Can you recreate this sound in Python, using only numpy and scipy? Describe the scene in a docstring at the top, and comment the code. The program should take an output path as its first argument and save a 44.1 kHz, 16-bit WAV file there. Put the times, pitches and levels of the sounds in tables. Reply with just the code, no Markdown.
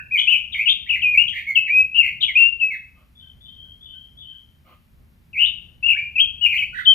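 """On a porch, a caged songbird close to a stereo microphone sings two quick fluty phrases: pure slurs and
fast warbles, each a gliding near-sine with faint overtones, ringing between the walls. A faint hoot sounds
under the end of the first phrase. In the pause come soft rustles and four thin calls from a bird farther
off. A low hum runs underneath. The microphone distorts a little on loud notes, and its body shades left
or right by pitch."""
import sys
import numpy as np
from scipy import signal
from scipy.fft import rfft, irfft, next_fast_len
from scipy.io import wavfile
from scipy.ndimage import uniform_filter1d, minimum_filter1d

SR = 44100
rng = np.random.default_rng(int(sys.argv[2]) if len(sys.argv) > 2 else 0)


def transcribe(u):
    """Save the signal u as a 16-bit wav file named by the first command-line argument.

    u: samples, shape (n,) or (channels, n), limited to [-1, 1]; the rate is SR.
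    q: integer samples, one column per channel.
    """
    v = np.clip(np.atleast_2d(u).T, -1, 1)
    q = np.round(v * 32767).astype(np.int16)
    wavfile.write(sys.argv[1], SR, q)


N = 306054

# The low rumble under everything. Each row: frequency in Hz, relative spectral level in dB.
RUMBLE_SPECTRUM = [(12, -35.5), (20, -14), (48, -4), (71, 1.5), (108, -6), (136, -6), (201, -12.5),
                   (229, -16), (266, -20.5), (387, -26.5), (427, -27.5), (622, -28.5), (1000, -37.5),
                   (1300, -62.5), (2200, -120)]
# Its slow swell, lowest in the pause. Each row: time in seconds, level in dB.
RUMBLE_SWELL = [(0.0, -53), (0.7, -52), (1.25, -49), (1.7, -55.5), (2.15, -50.5), (2.75, -57),
                (3.65, -51.5), (4.5, -54.5), (5.35, -52.5), (6.3, -48.5), (6.9, -51.5)]
# Hum tones in the rumble. Each row: frequency in Hz, level in dB.
HUM_TONES = [(59.5, -70.5), (81, -67.5), (237, -71)]
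# Faint hiss. Each row: frequency in Hz, relative spectral level in dB.
HISS_SPECTRUM = [(300, -30), (900, -7), (2300, -7), (4100, -14), (6000, -19), (8500, -22), (10500, -16.5),
                 (13000, -12.5), (15300, -22.5)]
# How alike noise is in left and right. Each row: frequency in Hz, correlation (clipped to 0-1 in use).
STEREO_LIKENESS = [(60, 0.92), (150, 0.54), (380, 0.8), (940, -2.8), (2360, -0.65), (5920, 1),
                   (14800, 0.35)]
# Two notes already over, still ringing at the opening.
# Each row: start in seconds before the opening, length in seconds, pitch in Hz, level in dB.
RINGING_NOTES = [(0.107, .07, 1641, -19), (0.122, 0.043, 2585, -20)]
# The ring of the porch. Each row: frequency in Hz, seconds to die away by 60 dB.
PORCH_DECAY = [(500, 0.17), (1500, 0.3), (2700, 0.45), (4000, 0.5), (8000, 0.33), (14000, 0.26)]
# The near bird's pure slurs; each note rings in the porch by its own amount.
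# Each row: start and length in seconds, entry, held and exit pitch in Hz, level in dB,
# crest (loudest point, 0-1 along the note), room send in dB.
SLURRED_NOTES = [ (0.107, 0.066, 2156, 2593, 1974, -16, 0.78, 3),
                 (0.268, 0.046, 2138, 2834, 3170, -7.5, 0.4, -5.5),
                 (0.653, .034, 2880, 2967, 2312, -9, .75, -3),
                 (1.014, .115, 3606, 2455, 2438, -15.5, .15, 1.5),
                 (1.126, .036, 2438, 2472, 2033, -15, .7, 2),
                 (1.17, 0.075, 2165, 2825, 2965, -5.5, 0.1, -4),
                 (1.464, .058, 2026, 2265, 2000, -17.5, 0.6, 0),
                 (1.551, .075, 3540, 2561, 2615, -7.5, 0.2, -2.5),
                 (1.689, .041, 2095, 2370, 2576, -15.5, 0.4, -3.5),
                 (1.718, .120, 2378, 2496, 2640, -9, .58, -1.5),
                 (1.973, .053, 2833, 2812, 2440, -4.5, .42, -5),
                 (2.385, .112, 2730, 2723, 2819, -3, 0.4, -7.5),
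                 (2.596, 0.089, 3090, 2580, 2555, -10, 0.53, -4),
                 (2.697, 0.064, 2554, 2143, 1493, -25.5, 0.2, 2.5),
                 (5.825, .056, 2541, 2728, 2957, -10.5, 0.8, -0.5),
                 (5.942, 0.033, 1449, 1600, 2000, -29.5, 1, 3),
                 (5.965, 0.096, 1993, 2387, 2450, -23.5, 0.1, 3.5),
                 (6.152, 0.028, 2680, 2660, 2350, -15.5, .6, -4.5),
                 (6.194, 0.062, 2705, 3383, 3012, -8, 0.2, -4.5),
                 (6.408, 0.041, 2690, 3023, 2756, -9.5, .95, -4.5),
                 (6.724, 0.024, 1525, 1390, 1596, -31, 0.8, 0),
                 (6.847, 0.02, 3750, 3460, 2550, -17.5, 1, -8.5),
                 (6.855, .099, 2770, 3181, 2937, -5.5, 0.3, -3)]
# Its fluttering notes. Each row: as for a slur, then warble depth in Hz, warbles per second.
WARBLED_NOTES = [ (0.173, 0.037, 2742, 3248, 3168, -12.5, 0.6, 2, 220.3, 60),
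                 (0.298, .079, 3164, 2754, 2664, -11, 0.3, 0, 258.2, 100),
                 (0.522, .033, 3530, 3476, 1896, -22.5, 0.9, -0.5, 321, 92),
                 (0.541, .092, 2431, 2173, 2640, -18.5, 0.8, 1, 129.2, 100),
                 (0.678, .057, 3028, 3404, 3354, -9, 0.4, -4.5, 247, 61),
                 (0.86, 0.035, 1656, 2200, 2784, -34, 1, 3, 80, 72),
                 (0.89, .088, 2837, 2742, 1785, -14.5, 0.1, -0.5, 204.1, 54),
                 (1.276, .034, 3136, 3170, 2466, -19, 0.3, 1, 317.3, 48),
                 (1.324, .100, 1714, 2056, 2327, -30.5, .45, 7, 315.3, 48),
                 (1.664, .036, 2780, 1944, 2204, -25, 0.7, -1.5, 190, 99),
                 (1.943, .040, 2716, 2814, 2850, -11, 0.9, -3.5, 130, 94),
                 (2.021, .089, 2384, 2382, 2570, -19, .35, 0, 325, 97),
                 (2.206, .023, 3334, 3633, 3300, -18, 0.7, -4.5, 408, 75),
                 (2.223, 0.035, 2866, 3277, 2855, -10, .4, -2.5, 313.8, 87),
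                 (2.278, .044, 2450, 2169, 1973, -20.5, 0.4, -4.5, 89.3, 95),
                 (2.352, 0.063, 2195, 2668, 2716, -7.5, 0.4, -9.5, 130, 51),
                 (5.329, 0.026, 2763, 2505, 2225, -31, .8, -2, 100, 83),
                 (5.351, 0.035, 2244, 2221, 2546, -21.5, 1, -1, 150, 83),
                 (5.381, .076, 2305, 2860, 2980, -9, 0.5, -0.5, 124.3, 83),
                 (5.447, .036, 2898, 3343, 3276, -17.5, 0, -1.5, 405, 83),
                 (5.878, .067, 2689, 2740, 2447, -9.5, 0, -1, 185, 63),
                 (6.177, 0.038, 2362, 2716, 3240, -8, 1, -5, 205, 126),
                 (6.446, .028, 2934, 2802, 1983, -6.5, 0.3, -1, 60.3, 91),
                 (6.458, .092, 2014, 2599, 2108, -22, 1, 2, 156, 103),
                 (6.547, .034, 1929, 2377, 3350, -17, 0.7, -1.5, 182, 103),
                 (6.578, 0.027, 3188, 2833, 2017, -13, 1, 0, 130, 103),
                 (6.618, .036, 2164, 2413, 2845, -17.5, 0.3, -7, 152.5, 78),
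                 (6.743, .078, 1826, 1750, 1705, -25, .65, 1, 242.7, 38)]
# Overtones of the whistle. Each row: multiple of the pitch, level in dB before colouring.
WHISTLE_OVERTONES = [(2, -44), (3, -48.5), (4, -55.5), (5, -49.5), (6, -48)]
# How throat and beak colour the overtones and air noise. Each row: frequency in Hz, gain in dB.
BEAK_RESPONSE = [(3500, 12.5), (4400, -1), (5000, -12.5), (5700, -6), (6400, -2.5), (7000, -0.5),
                 (7700, -11), (8400, -4.5), (9500, -7.5), (11200, -6.5), (12400, 7.5), (13800, 5),
                 (15200, -11)]
# Brightness through the song. Each row: time in seconds, gain of overtones and air noise in dB.
SONG_BRIGHTNESS = [(0.2, 2.5), (0.7, -1), (1.1, 2), (1.7, 1.5), (2.4, -1.5), (2.7, 1), (5.4, -1),
                   (6.2, -2.5), (6.55, 6), (6.9, -4.5)]
# Echoes off the nearest walls. Each row: delay in seconds, relative gain.
WALL_ECHOES = [(.0016, 0.41), (.0052, 0.25), (.009, 0.17), (0.012, .09), (0.0236, .11), (.025, 0.074)]
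# A faint hoot in the distance. Each row: start and length in seconds, pitch in Hz, level in dB.
FAR_HOOTS = [(2.48, 0.13, 442, -69)]
# The far bird: a high pip that drops to a long quavering note.
# Each row: start and length in seconds, pip, held and exit pitch in Hz, level in dB.
FAR_BIRD_CALLS = [ (3.15, 0.17, 3480, 3150, 3088, -52), (3.404, 0.36, 3510, 3038, 3235, -48),
                  (3.804, .270, 3460, 3012, 3180, -46), (4.167, 0.23, 3430, 3022, 3137, -45)]
# Its soft low notes. Each row: start and length in seconds, pitch in Hz, level in dB.
FAR_LOW_NOTES = [(3.218, .06, 1544, -63), (3.629, .064, 1560, -66), (3.928, .07, 1535, -62),
                 (4.31, .05, 1580, -60)]
# Soft rustles. Each row: start and length in seconds, level in dB.
RUSTLE_STROKES = [(2.941, 0.1, -59.5), (4.64, 0.1, -50), (4.949, 0.081, -73)]
# Their dull colour. Each row: frequency in Hz, relative spectral level in dB.
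RUSTLE_SPECTRUM = [(210, -31), (350, 0), (448, -35), (477, -3), (629, 4), (911, -11.5), (1200, 5.5),
                   (1300, 1.5), (1740, -13), (2770, -6), (3230, -3.5), (3540, -20), (3830, -17),
                   (8410, -50.5), (14000, -12.5)]
# Colour of the microphone's slight distortion. Each row: frequency in Hz, gain in dB.
DISTORTION_COLOUR = [(3000, -62.5), (3900, -13), (5500, -21.5), (6900, -38.5), (7600, -23), (8500, -25),
                     (9500, -32.5), (11200, -22.5), (11800, -4), (14300, -8), (15200, -12.5)]
# The right microphone port against the left. Each row: frequency in Hz, level in dB, phase in radians.
RIGHT_PORT = [(1100, 0, 0.0), (1520, 10, -3.0), (1750, 7, -4.0), (1920, 17, -5.2), (2080, 3, -6.1),
              (2400, -1, -6.6), (2650, -6, -7.4), (2860, -15, -7.3), (3020, -9, -6.9), (3400, -5, -9.0),
              (3850, -16, -8.6), (4950, 4, -14.7), (6000, -11, -19.0), (7050, 1, -22.1), (8300, -11, -26.9),
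              (13000, -9, -40.9)]

# Note shapes: time constant of the slide to the held pitch, lateness of the final bend,
# swell up to the crest, fade after it, and how broad the crest is.
SLUR_SHAPE = dict(settle_s=0.0098, bend=2.8, rise_db=15, fall_db=15.0, roundness=1.61)
WARBLE_SHAPE = dict(settle_s=0.0098, bend=3, rise_db=9.5, fall_db=12.5, roundness=1.5)
FAR_SHAPE = dict(settle_s=0.015, bend=0.45, rise_db=7.5, fall_db=9.5, roundness=4.4)
SLUR_ATTACK_S, WARBLE_ATTACK_S, RELEASE_S = 0.0079, 0.0042, 0.007


def gain_of(db):
    """Decibels to gain."""
    return 10 ** (np.asarray(db) / 20)


def unit_rms(x):
    """Scales a signal to rms 1."""
    return x / np.sqrt(np.mean(x ** 2) + 1e-20)


def curve_at(points, hz):
    """Reads a table on a log-frequency axis."""
    table_hz, value = np.transpose(points)
    return np.interp(np.log(hz + 1), np.log(table_hz + 1), value)


def add(mix, start, sound):
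    """Mixes a sound in at a start time in seconds."""
    part = mix[..., max(round(start * SR), 0):][..., :sound.shape[-1]]
    part += sound[..., :part.shape[-1]]


def excerpt(x, start, count):
    """Takes count samples from a start time in seconds, wrapping at the end."""
    return x[(round(start * SR) + np.arange(count)) % N]


def drift(rate_hz):
    """A smooth random wander of rms 1, mostly slower than rate_hz."""
    hz = np.fft.rfftfreq(N, 1 / SR)
    return unit_rms(irfft(rfft(rng.standard_normal(N)) / (1 + (hz / rate_hz) ** 4), N))


def stereo_noise(spectrum):
    """Noise of rms 1 with a given spectrum, its left and right more or less alike by frequency."""
    size = next_fast_len(N, True)
    hz = np.fft.rfftfreq(size, 1 / SR)
    left, unrelated = rfft(rng.standard_normal((2, size)))
    likeness = np.clip(curve_at(STEREO_LIKENESS, hz), 0, 1)
    right = likeness * left + np.sqrt(1 - likeness ** 2) * unrelated
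    return unit_rms(irfft(np.array([left, right]) * gain_of(curve_at(spectrum, hz)), size)[:, :N])


def background_hum(swell_db=1.27, waver_rad=0.9, hiss_db=-68.0, lean_left_db=0.48):
    """The bed of the place: a slowly swelling rumble, wavering hum tones and faint hiss."""
    t = np.arange(N) / SR
    rumble_db = np.interp(t, *np.transpose(RUMBLE_SWELL)) + swell_db * drift(rate_hz=5)
    rumble = gain_of(rumble_db) * stereo_noise(RUMBLE_SPECTRUM)
    hum = sum(np.sqrt(2) * gain_of(db) * np.sin(2 * np.pi * hz * t + waver_rad * drift(rate_hz=26))
              for hz, db in HUM_TONES)
    hiss = gain_of(hiss_db) * stereo_noise(HISS_SPECTRUM)
    return (rumble + hum + hiss) * gain_of([[lean_left_db], [-lean_left_db]])


def steady_note(length, hz, db):
    """A note on one pitch, loudest in the middle."""
    return length, hz, hz, hz, db, 0.5


def contour(note, settle_s, bend, rise_db, fall_db, roundness):
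    """Pitch and level of a note: it slides onto a held pitch and bends away, swelling and fading."""
    length, entry_hz, held_hz, exit_hz, db, crest = note
    t = np.arange(0, length, 1 / SR)
    progress, crest = t / length, np.clip(crest, 0.02, 0.98)
    pitch = held_hz + (entry_hz - held_hz) * np.exp(-t / settle_s) + (exit_hz - held_hz) * progress ** bend
    before = np.maximum(1 - progress / crest, 0)
    after = np.maximum((progress - crest) / (1 - crest), 0)
    return pitch, db - rise_db * before ** roundness - fall_db * after ** roundness


def whistle(start, note, shape, tremor, depth_hz=0, warble_hz=0, stumble=0.093, widen=0.88, rasp_rad=0.31):
    """One bird note, a near-sine that glides and may warble. Returns fundamental and overtones."""
    pitch, level_db = contour(note, **shape)
    t = np.arange(len(pitch)) / SR
    shake = excerpt(tremor, start, len(t))
    flutter_hz = warble_hz * (1 + stumble * unit_rms(shake))
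    flutter = np.sin(2 * np.pi * np.cumsum(flutter_hz) / SR)
    swing_hz = depth_hz * (1 + widen * (t / t[-1] - 0.5))
    hz = (pitch + swing_hz * flutter) * (1 + shake)
    phase = 2 * np.pi * np.cumsum(hz) / SR
    attack_s = WARBLE_ATTACK_S if depth_hz else SLUR_ATTACK_S
    ramp = np.clip(np.minimum(t / attack_s, (t[-1] - t) / RELEASE_S), 0, 1)
    envelope = np.sqrt(2) * gain_of(level_db) * np.sin(np.pi / 2 * ramp) ** 2
    # Below the throat's resonance the fundamental radiates poorly: overtones gain 15 dB an octave.
    low_boost_db = 15 * np.maximum(np.log2(2700 / pitch), 0)
    # Warbles vibrate unevenly, which smears the overtones into a rasp and lifts them up to 3 dB.
    strain = np.clip(depth_hz / 250, 0, 1)
    rough_phase = phase + rasp_rad * strain * unit_rms(shake)
    overtones = np.zeros(len(t))
    for multiple, db in WHISTLE_OVERTONES:
        gain = gain_of(db + low_boost_db + 3 * strain + curve_at(BEAK_RESPONSE, multiple * hz))
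        overtones += gain * (multiple * hz < SR / 2) * np.sin(multiple * rough_phase)
    return envelope * np.sin(phase), envelope * overtones


def porch_ring(x, gap_s=0.0038, early_boost=2.0, early_s=0.037):
    """Dense reflections in the porch: a strong first cluster, then a tail that dies band by band."""
    count, slot = 1800, 20  # one reflection in every 20 samples
    taps = np.zeros(count * slot)
    taps[np.arange(count) * slot + rng.integers(0, slot, count)] = rng.choice([-1., 1.], count)
    hz, frame_s, bands = signal.stft(taps, SR, nperseg=256)
    decay = gain_of(-60 * frame_s / curve_at(PORCH_DECAY, hz)[:, None])
    tail = signal.istft(bands * decay, SR, nperseg=256)[1]
    t = np.arange(len(tail)) / SR
    onset = np.clip(t / gap_s - 0.5, 0, 1)
    response = tail * onset * np.sqrt(1 + early_boost * np.exp(-t / early_s))
    return signal.fftconvolve(x, response / np.linalg.norm(response))[:N]


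def lingering_ring():
    """The porch still rings with two notes sung just before the opening."""
    voice, no_tremor = np.zeros((2, N))
    for ago, *note in RINGING_NOTES:
        tone, _ = whistle(0, steady_note(*note), WARBLE_SHAPE, no_tremor, depth_hz=120, warble_hz=54.6)
        add(voice, 1 - ago, tone)  # within a one-second lead-in, dropped below
    return np.pad(porch_ring(voice)[SR:], (0, SR))


def caged_songbird(slur_jitter=0.0045, warble_jitter=0.0097, slur_air_db=-57.5, warble_air_db=-51.0,
                   walls_db=-10.5, porch_db=-3.5, overtone_ring_db=5.5):
    """The bird close to the microphone: direct song with a trace of air noise, wall echoes and ring."""
    direct, room_tone, room_sheen = np.zeros((3, N))
    tremor, air = drift(rate_hz=700), stereo_noise(BEAK_RESPONSE)[0]
    slurs = [(start, room_db, slur_air_db, whistle(start, note, SLUR_SHAPE, slur_jitter * tremor))
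             for start, *note, room_db in SLURRED_NOTES]
    warbles = [(start, room_db, warble_air_db,
                whistle(start, note, WARBLE_SHAPE, warble_jitter * tremor, depth_hz, warble_hz))
               for start, *note, room_db, depth_hz, warble_hz in WARBLED_NOTES]
    for start, room_db, air_db, (tone, overtones) in slurs + warbles:
        breath = gain_of(air_db) * abs(tone) * excerpt(air, start, len(tone))
        brightness_db = np.interp(start, *np.transpose(SONG_BRIGHTNESS))
        sheen = gain_of(brightness_db) * (overtones + breath)
        add(direct, start, tone + sheen)
        add(room_tone, start, gain_of(room_db) * tone)
        add(room_sheen, start, gain_of(room_db) * sheen)
    ring = porch_ring(room_tone + gain_of(overtone_ring_db) * room_sheen)
    return direct + gain_of(walls_db) * wall_echoes(room_tone) + gain_of(porch_db) * ring


def wall_echoes(x):
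    """Single echoes off the nearest surfaces; they beat against every glide."""
    echoes = np.zeros(N)
    for delay_s, gain in WALL_ECHOES:
        add(echoes, delay_s, gain * x)
    return echoes


def far_calls(pip_s=0.056, pip_boost_db=2.5, crest=0.042, jitter=0.017, direct_db=-2.5, porch_db=3.0):
    """Farther off: a hoot, then thin falling calls and their low notes, heard largely by reflection."""
    voice, tremor = np.zeros(N), jitter * drift(rate_hz=150)
    for start, length, pip_hz, held_hz, exit_hz, db in FAR_BIRD_CALLS:
        pip = steady_note(pip_s, pip_hz, db + pip_boost_db)
        add(voice, start, whistle(start, pip, FAR_SHAPE, tremor)[0])
        drop_s = start + pip_s - RELEASE_S
        held = (length - pip_s, held_hz, held_hz, exit_hz, db, crest)
        add(voice, drop_s, whistle(drop_s, held, FAR_SHAPE, tremor, depth_hz=43.7, warble_hz=58.36)[0])
    for start, *note in FAR_LOW_NOTES + FAR_HOOTS:
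        add(voice, start, whistle(start, steady_note(*note), FAR_SHAPE, tremor)[0])
    return gain_of(direct_db) * voice + gain_of(porch_db) * porch_ring(voice)


def rustles():
    """Short dull swishes of noise, reaching the microphone only as the porch's ring."""
    t = np.arange(N) / SR
    envelope = np.zeros(N)
    for start, length, db in RUSTLE_STROKES:
        progress = np.clip((t - start) / length, 0, 1)
        envelope += gain_of(db) * np.sqrt(np.sin(np.pi * progress).clip(0))
    return porch_ring(envelope * stereo_noise(RUSTLE_SPECTRUM)[0])


def microphone_distortion(x):
    """The microphone bends loud sound: odd overtones on pure notes, a sizzle where echoes tangle."""
    size = next_fast_len(N, True)
    colour = gain_of(curve_at(DISTORTION_COLOUR, np.fft.rfftfreq(size, 1 / SR)))
    return x + irfft(rfft(x * abs(x), size) * colour, size)[:N]


def microphone_ports(x):
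    """Sound reaches the right port later, and the body shades one port or the other by pitch."""
    size = next_fast_len(N + SR // 10, True)
    hz = np.fft.rfftfreq(size, 1 / SR)
    table_hz, db, phase = np.transpose(RIGHT_PORT)
    right_db, right_phase = np.interp(hz, table_hz, db), np.interp(hz, table_hz, phase)
    left = gain_of(-np.maximum(right_db, 0))
    right = gain_of(np.minimum(right_db, 0)) * np.exp(1j * right_phase)
    return irfft(rfft(x, size) * np.array([left, right]), size)[:, :N]


def scene():
    """The porch from the microphone's position: birds and rustles over the hum."""
    sources = caged_songbird() + lingering_ring() + far_calls() + rustles()
    return microphone_ports(microphone_distortion(sources)) + background_hum()


def record(dry, ceiling=0.93, cutoff_hz=15450):
    """A quick limiter holds the loudest notes under full scale; a low-pass trims the top."""
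    needed_gain = np.minimum(1, ceiling / (abs(dry).max(axis=0) + 1e-9))
    smooth_gain = uniform_filter1d(minimum_filter1d(needed_gain, size=400), size=300)
    lowpass = signal.firwin(511, cutoff_hz, window=("kaiser", 9), fs=SR)
    return signal.oaconvolve(dry * smooth_gain, lowpass[None], "same")


dry = scene()
out = record(dry)
transcribe(out)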